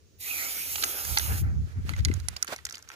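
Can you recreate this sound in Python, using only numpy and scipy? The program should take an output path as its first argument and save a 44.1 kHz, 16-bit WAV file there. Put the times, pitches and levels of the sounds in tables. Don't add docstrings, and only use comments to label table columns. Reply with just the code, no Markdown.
import sys
import numpy as np
from scipy import signal
from scipy.fft import rfft, irfft, next_fast_len
from scipy.io import wavfile
from scipy.ndimage import uniform_filter1d, map_coordinates

SR = 44100
rng = np.random.default_rng(int(sys.argv[2]) if len(sys.argv) > 2 else 0)


def transcribe(signal):
    frames = np.atleast_2d(signal).T
    limited = np.clip(frames, -1, 1)
    pcm = np.round(limited * 32767).astype(np.int16)
    wavfile.write(sys.argv[1], SR, pcm)


N = 130095


def amp(db):
    return 10 ** (np.asarray(db) / 20)


def unit(x):
    return x / np.sqrt(np.mean(x ** 2) + 1e-20)


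def along(points, hz):
    f, v = np.transpose(points)
    return np.interp(np.log(hz + 1), np.log(f + 1), v)


def curves(rows, outside=None):
    s, *columns = np.transpose(rows)
    t = np.arange(N) / SR
    return [np.interp(t, s, column, outside, outside) for column in columns]


def wobble(rate):
    knots = rng.standard_normal(int(N * rate / SR) + 4)
    return map_coordinates(knots, [np.arange(N) * rate / SR])


def filtered(x, response):
    m = next_fast_len(N + 8192)
    return irfft(rfft(x, m) * response(np.fft.rfftfreq(m, 1 / SR)), m)[..., :N]


def rush(spectrum, alike, patchy_db):
    z = signal.stft(rng.standard_normal((2, N)), nperseg=512)[2]
    field = uniform_filter1d(rng.standard_normal(z.shape[1:]), size=4, axis=0)
    field = uniform_filter1d(field, size=14, axis=1)
    pair = signal.istft(z * amp(patchy_db * unit(field)), nperseg=512)[1][:, :N]

    def response(hz):
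        angle = np.arccos(np.clip(along(alike, hz), -1, 1)) / 2
        return amp(along(spectrum, hz)) * [np.cos(angle), np.sin(angle)]

    mid, side = filtered(pair, response)
    return unit(np.array([mid + side, mid - side]))


def air():
    # (f/Hz, relative spectral level/dB)
    colour = [(120, 1), (250, -5.5), (440, -1), (520, -8), (800, -20), (2500, -18.5), (5000, -16),
              (6800, -13.5), (7500, -23.5), (11000, -26.5), (15500, -32)]
    # (t/s, level/dB)
    strength = [(0, -63.5), (1.5, -57.5), (2.95, -65)]
    noise = rush(colour, [(200, 0.51), (700, 0.041), (9000, .1)], patchy_db=1)
    return amp(curves(strength)[0]) * noise * amp([[-1.5], [1.5]])


def wind():
    # (t/s, relative level/dB, left over right/dB)
    gust_rows = [(0.0, -63, 2), (0.66, -59.5, 1.5), (0.75, -49, -6), (0.89, -53, 17), (0.99, -59, -16),
                 (1.08, -39.5, -20), (1.12, -29, -23), (1.17, -40, 0), (1.26, -36.5, -24), (1.28, -29.5, 6),
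                 (1.32, -25.5, 3), (1.4, -32, 8), (1.43, -21.5, 8), (1.51, -27.5, -4.5), (1.56, -29.5, 2.5),
                 (1.61, -28, -5.5), (1.69, -36, 6.5), (1.73, -47, -12), (1.79, -25, 6), (1.83, -33, -13),
                 (1.93, -34, 25), (1.96, -38, -12), (2.01, -27, 21), (2.05, -27, -3.5), (2.09, -24.5, 9),
                 (2.18, -32, -17), (2.21, -33.5, -15), (2.25, -40.5, 32), (2.29, -39.5, -4),
                 (2.37, -48, -9), (2.41, -67.5, -6), (2.68, -53, 13), (2.76, -66, -1), (2.95, -62.5, -1)]
    # (f/Hz, relative spectral level/dB)
    thump_colour = [(12, -54), (20, -54), (52, 0), (81, 8.5), (130, -8), (200, -30.5), (260, -30),
                    (440, -120)]
    # (f/Hz, relative spectral level/dB)
    ruffle_colour = [(90, -38), (130, 9), (250, -6.5), (400, -20.5), (700, -64)]
    # (t/s, relative peak level/dB, share on the right port/0-1)
    bumps = [(1.321, -25, 0.9), (1.354, -23.5, 0), (1.42, -26, 0), (1.453, -33, 0), (1.761, -32.5, 1),
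             (1.787, -33, 0.4), (1.852, -25.5, 0.64), (1.914, -23.5, 0.4), (2.003, -31.5, 0.4),
             (2.072, -21, 0.9), (2.079, -22, 0), (2.102, -8.5, 0.1), (2.123, -21, 0.9), (2.178, -27, 0.3)]
    ruffle_db, ruffle_growth = -13.5, 1.13
    bump_s, bump_db = 0.00099, -4.5
    steadiness = 0.3

    strength_db, pan_db = curves(gust_rows)
    port_db = strength_db + pan_db * np.array([[.5], [-.5]]) + 2.5 - np.abs(pan_db) * 0.3
    thump = rush(thump_colour, [(80, 0.0053)], patchy_db=0.7)
    envelope = np.abs(signal.hilbert(thump))
    thump = unit(thump / (envelope + 0.49) ** steadiness)

    flutter_db = 4 * np.array([wobble(29.74), wobble(29.8)])
    ruffle = unit(amp(flutter_db) * rush(ruffle_colour, [(80, 0.0041)], patchy_db=0.3))
    peak_db = port_db.max()
    ruffle_level_db = ruffle_growth * (port_db - peak_db) + peak_db + ruffle_db
    out = amp(port_db) * thump + amp(ruffle_level_db) * ruffle
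    for s, db, right in bumps:
        u = ((np.arange(N) / SR - s) / bump_s) ** 2
        pulse = (1 - u) * np.exp(-u / 2)
        out = out + amp(db + bump_db) * pulse * np.clip([[1 - right], [right]], 0, 1)
    return out


def spray():
    # (t/s, relative jet level/dB, relative wash level/dB); the wash lingers;
    # the last rows are a faint dull rustle near 800 Hz, as of someone moving
    burst = [(.185, -71, -93), (.21, -45.5, -80), (.28, -39.5, -57.5), (.43, -37, -51), (.55, -40.5, -55),
             (.75, -38, -59), (.9, -39.5, -49.5), (1.19, -39, -53), (1.33, -41, -47.5),
             (1.385, -41.5, -50.5), (1.416, -48, -61.5), (1.435, -65, -52.5), (1.48, -74, -55.5),
             (1.54, -84, -62.5), (1.63, -91, -73), (1.77, -95, -63), (1.84, -95, -74)]
    # (f/Hz, relative spectral level/dB)
    jet_colour = [(1500, -19), (2500, -3), (3600, -5.5), (4500, -3.5), (5500, -3), (6800, -0.5),
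                  (7600, -5.5), (8600, -4.5), (9700, -2), (12500, 3.5), (14500, -0.5), (15500, -2)]
    # (f/Hz, relative spectral level/dB)
    wash_colour = [(150, -51), (250, -7), (620, -8.5), (820, -4.5), (1040, -10), (1320, -0.5), (2200, -8.5),
                   (2860, -21), (4840, -120)]
    # (t/s, relative level/dB)
    body_rows = [(0.2, -69), (0.27, -45), (0.388, -41.5), (0.426, -43.5), (1.178, -63), (1.254, -49),
                 (1.43, -62)]
    # (f/Hz, relative spectral level/dB)
    body_colour = [(1200, -31), (1700, -16), (2200, 4), (2900, -6), (3800, -33)]
    # (f/Hz, left-right likeness/0-1)
    likeness = [(300, 0.85), (1000, 0.82), (2500, 0.5), (5000, 0.64), (10000, 0.74), (15000, 0.33)]
    # (f/Hz, left over right/dB)
    side_db = [(60, -22), (180, -7), (550, -11.5), (1650, -4.0), (4970, -1), (15000, -5.5)]

    jet_db, wash_db = curves(burst, outside=-120)
    body_db, = curves(body_rows, outside=-120)
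    jet = amp(jet_db + 6.5 + 0.88 * wobble(38.76)) * rush(jet_colour, likeness, patchy_db=1.8)
    body = amp(body_db + 2.5) * rush(body_colour, likeness, patchy_db=7.0)
    wash = amp(wash_db + 5 + 1.12 * wobble(25.1)) * rush(wash_colour, likeness, patchy_db=2.5)
    return filtered(jet + body + wash, lambda hz: amp(along(side_db, hz) * [[.5], [-.5]]))


def ball():
    # (t/s, relative level/dB, left over right/dB, low modes over high/dB,
    #         favoured pitch f/Hz, time for the chatter to fall 60 dB/ms)
    ticks = [(0.7567, -27, -8.5, -4.8, 2690, 9), (0.7588, -32.5, -6, -21, 4860, 5),
             (0.7818, -33.5, -5, -2, 2540, 5), (0.825, -26, -9, -14, 4050, 5.4),
             (0.8362, -21, -7.5, 1.5, 3360, 3.8), (0.8388, -18.5, -5, -9.5, 3300, 3.6),
             (0.843, -26, 12, -13, 6800, 4.8), (1.0503, -31.5, -9, -3.5, 6560, 6),
             (1.1722, -18.5, -7, -2, 3600, 2.2), (1.1744, -16.5, -3.5, -4, 3820, 7.2),
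             (1.1849, -18.5, -6, -10, 6900, 6), (1.1957, -25, -5, -2.5, 3760, 9.1),
             (1.2624, -31, -1, -7, 12489, 4.7), (1.2946, -43, -13, 5.1, 8100, 7.5),
             (1.3207, -32.5, -8, 10, 2583, 8.1), (1.8927, -27, -4, -0.5, 2660, 4.8),
             (1.9355, -32, -5.5, 7.5, 3020, 9.2), (1.9642, -36.5, -3.5, 2, 2500, 5),
             (1.99, -40.5, -7.4, -1, 3445, 6), (1.9952, -42, -5.7, -6, 2540, 3.8),
             (2.0048, -43, -4.7, 1, 3746, 6), (2.0492, -19.5, -10, -19, 4380, 6.9),
             (2.0541, -25.5, -5.5, -1, 4440, 5.4), (2.084, -35, -7.5, 4, 2540, 6.7),
             (2.113, -34.5, -5.5, 6.5, 2540, 11), (2.1388, -34, -6, -6.5, 6500, 6),
             (2.2, -42.5, -11, -13, 5500, 4), (2.2846, -23, -13.5, -9.5, 6201, 6.2),
             (2.3635, -34, -5.5, -4, 2930, 7.7), (2.3659, -29, -6, -9, 4800, 6.8),
             (2.4262, -17.5, -6, -12, 6140, 6.7), (2.4461, -37.5, -11.5, -2, 9600, 6),
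             (2.47, -39, -5.0, -12, 6287, 6.6), (2.4767, -32.5, 4, -1, 3100, 6),
             (2.4812, -34.5, -6, -5, 5650, 5.2), (2.5613, -34, 0, -5, 6440, 4.8),
             (2.5815, -48, -3, -22.6, 4005, 6), (2.5876, -41.5, -3, 5, 2540, 6.6),
             (2.6519, -23.5, -5, -16, 6500, 7.9), (2.6654, -35.5, -2, -5.9, 3200, 5.1),
             (2.6681, -36.5, -6, -5, 6760, 6.6), (2.6897, -38.5, -7, -7, 3919, 4.8),
             (2.697, -35.5, -2, -32, 6700, 6), (2.7086, -37.5, -6.2, -4, 5200, 6),
             (2.7244, -33.5, -5, -15, 6230, 8.2), (2.7417, -39, 0.9, -11, 2800, 6),
             (2.7454, -37.9, -8, -23, 2800, 6), (2.7536, -35.5, -3, -18, 5000, 13),
             (2.7694, -42.5, -2.6, -6, 3703, 8.3), (2.7808, -41, 2, -6, 6200, 4.7),
             (2.79, -49, 9, -6, 6100, 5), (2.8251, -42.5, 1, -11, 5900, 5.3),
             (2.875, -52, -3.9, 0, 2540, 6.6), (2.8884, -37, -2.5, -12, 6070, 9.4),
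             (2.9016, -37, -4, 5.5, 2670, 6), (2.916, -40.5, 1, -1, 2540, 8.3),
             (2.9383, -48, 10, -5.2, 3248, 6)]
    # (nominal f/Hz, relative level/dB, 60 dB decay time/s)
    shell = [(860, 0.5, 0.03), (1360, 3, 0.025), (1602, 10.5, 0.016), (2004, 9, 0.029),
             (2630, -1.5, 0.0043), (3580, -13, 0.011), (4074, -5, 0.024), (4610, 1.5, 0.02),
             (5830, 4.5, 0.0092), (6630, 4, 0.01), (9970, 6, 0.01), (10440, -5, 0.0064),
             (12100, -13, 0.005)]
    # (t/s, favoured low pitch f/Hz)
    grip = [(1.4, 1050), (1.89, 1480), (1.93, 1990), (2.15, 2000), (2.25, 1420)]
    split_hz, rise_s = 2540, 0.0002
    favour_db, grip_db = 11, 16
    scatter_db, port_scatter_db = 2, 2.4
    tick_db, crack_db = -2, 0
    crack_cycles = 1.6

    out, t = np.zeros((2, N + SR)), np.arange(SR // 25) / SR
    hz, level, t60 = np.transpose(shell)[..., None]
    low = hz < split_hz
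    for s, db, pan_db, low_db, centre_hz, chatter_ms in ticks:
        grip_hz = np.interp(s, *np.transpose(grip))
        high_loss = favour_db * np.abs(np.log2(hz / centre_hz)) * ~low
        low_loss = grip_db * np.abs(np.log2(hz / grip_hz)) * low
        mix = level - high_loss - low_loss + scatter_db * rng.standard_normal(hz.shape)
        mix = mix + port_scatter_db * rng.standard_normal((2, len(hz), 1))
        detune = 1 + 0.04 * rng.standard_normal(hz.shape)
        modes = amp(mix - 60 * t / t60) * np.sin(2 * np.pi * hz * detune * t)

        fade = amp(-60000 * t / max(chatter_ms, 1)) * (1 - np.exp(-t / rise_s))
        chatter = fade * rng.standard_normal(len(t)) ** 3
        groups = np.array([(modes * low).sum(axis=1), (modes * ~low).sum(axis=1)])
        bass, treble = signal.fftconvolve(groups, chatter[None, None], axes=2)[..., :len(t)]

        band = np.sin(2 * np.pi * centre_hz * t) * np.exp(-t * centre_hz / crack_cycles)
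        noise = rng.standard_normal((2, len(t)))
        crack = np.sqrt(fade) * signal.fftconvolve(noise, band[None], axes=1)[:, :len(t)]
        thin = signal.butter(3, max(split_hz, .7 * centre_hz), "high", fs=SR, output="sos")
        parts = np.array([bass, *signal.sosfilt(thin, [treble, crack])])

        bass, treble, crack = parts / np.sqrt(np.mean(parts[..., :150] ** 2, axis=2, keepdims=True))
        high = (treble + amp(crack_db) * crack) / np.hypot(1, amp(crack_db))
        tick = (amp(low_db) * bass + high) / np.hypot(1, amp(low_db))
        gain = amp(db + tick_db + pan_db * np.array([[.5], [-.5]]))
        out[:, round(s * SR):][:, :len(t)] += gain * tick
    return filtered(out[:, :N], lambda f: 1 / (1 + (650 / (f + 1)) ** 6))


def grit():
    # (t/s, relative level/dB)
    scuffs = [(1.5, -83), (1.7, -61), (1.77, -64.5), (1.82, -66), (1.88, -48.5), (1.93, -53), (2.05, -54.5),
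              (2.16, -52), (2.26, -59.5), (2.31, -52.5), (2.41, -57.5), (2.465, -56.5), (2.485, -42.5),
              (2.532, -40), (2.555, -49), (2.61, -62.5), (2.645, -65), (2.68, -57.5), (2.75, -55.5),
              (2.8, -56), (2.87, -65.5), (2.895, -60), (2.92, -51.5), (2.96, -53)]
    grains_per_s, median_hz, spread = 1500, 1050, 0.6
    grain_cycles, grain_db = 1.8, 3
    growth = 1.53

    count = int(grains_per_s * N / SR)
    u, g, k = rng.random((count, 2)), rng.standard_normal((count, 1)), np.arange(256)
    hz = np.clip(median_hz * np.exp(spread * g), 280, 9000)
    decay = np.exp(-k * hz / SR / grain_cycles)
    shape = amp(-grain_db * np.log(u[:, 1:])) * decay * np.sin(2 * np.pi * hz * k / SR)
    places = (u[:, :1] * N).astype(int) + k
    grains = unit(np.bincount(places.ravel(), shape.ravel())[:N])

    level_db = curves(scuffs, outside=-120)[0] + 2.63 * wobble(65)
    grains_db = level_db.max() + growth * (level_db - level_db.max())
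    rustle_colour = [(300, -32), (1400, 2.5), (4000, -5.0), (7000, -8.5), (9000, -12.5), (15000, -15)]
    rustle = rush(rustle_colour, [(1000, 0.088)], patchy_db=0.5)
    return (amp(grains_db + 2.0) * grains + amp(level_db - 0.5) * rustle) * amp([[-2.5], [2.5]])


def placed(pair):
    # (t/s, lag of the left port/ms)
    lag_rows = [(0, 0.37), (.4, 0.26), (.6, 0.33), (.75, 0.27), (.85, 0.32), (1.08, 0.28), (1.3, .32),
                (1.4, 0.28), (2.25, 0.31), (2.35, 0.29), (2.6, 0.16), (2.8, 0.16)]
    lag_ms, = curves(lag_rows)
    left = map_coordinates(pair[0], [np.arange(N) - lag_ms * SR / 1000], order=5)
    return np.array([left, pair[1]])


def scene():
    return air() + wind() + placed(spray() + ball() + grit())


def record(dry):
    return filtered(dry, lambda hz: (hz < 15480) / (1 + (39 / (hz + 1)) ** 4))


dry = scene()
out = record(dry)
transcribe(out)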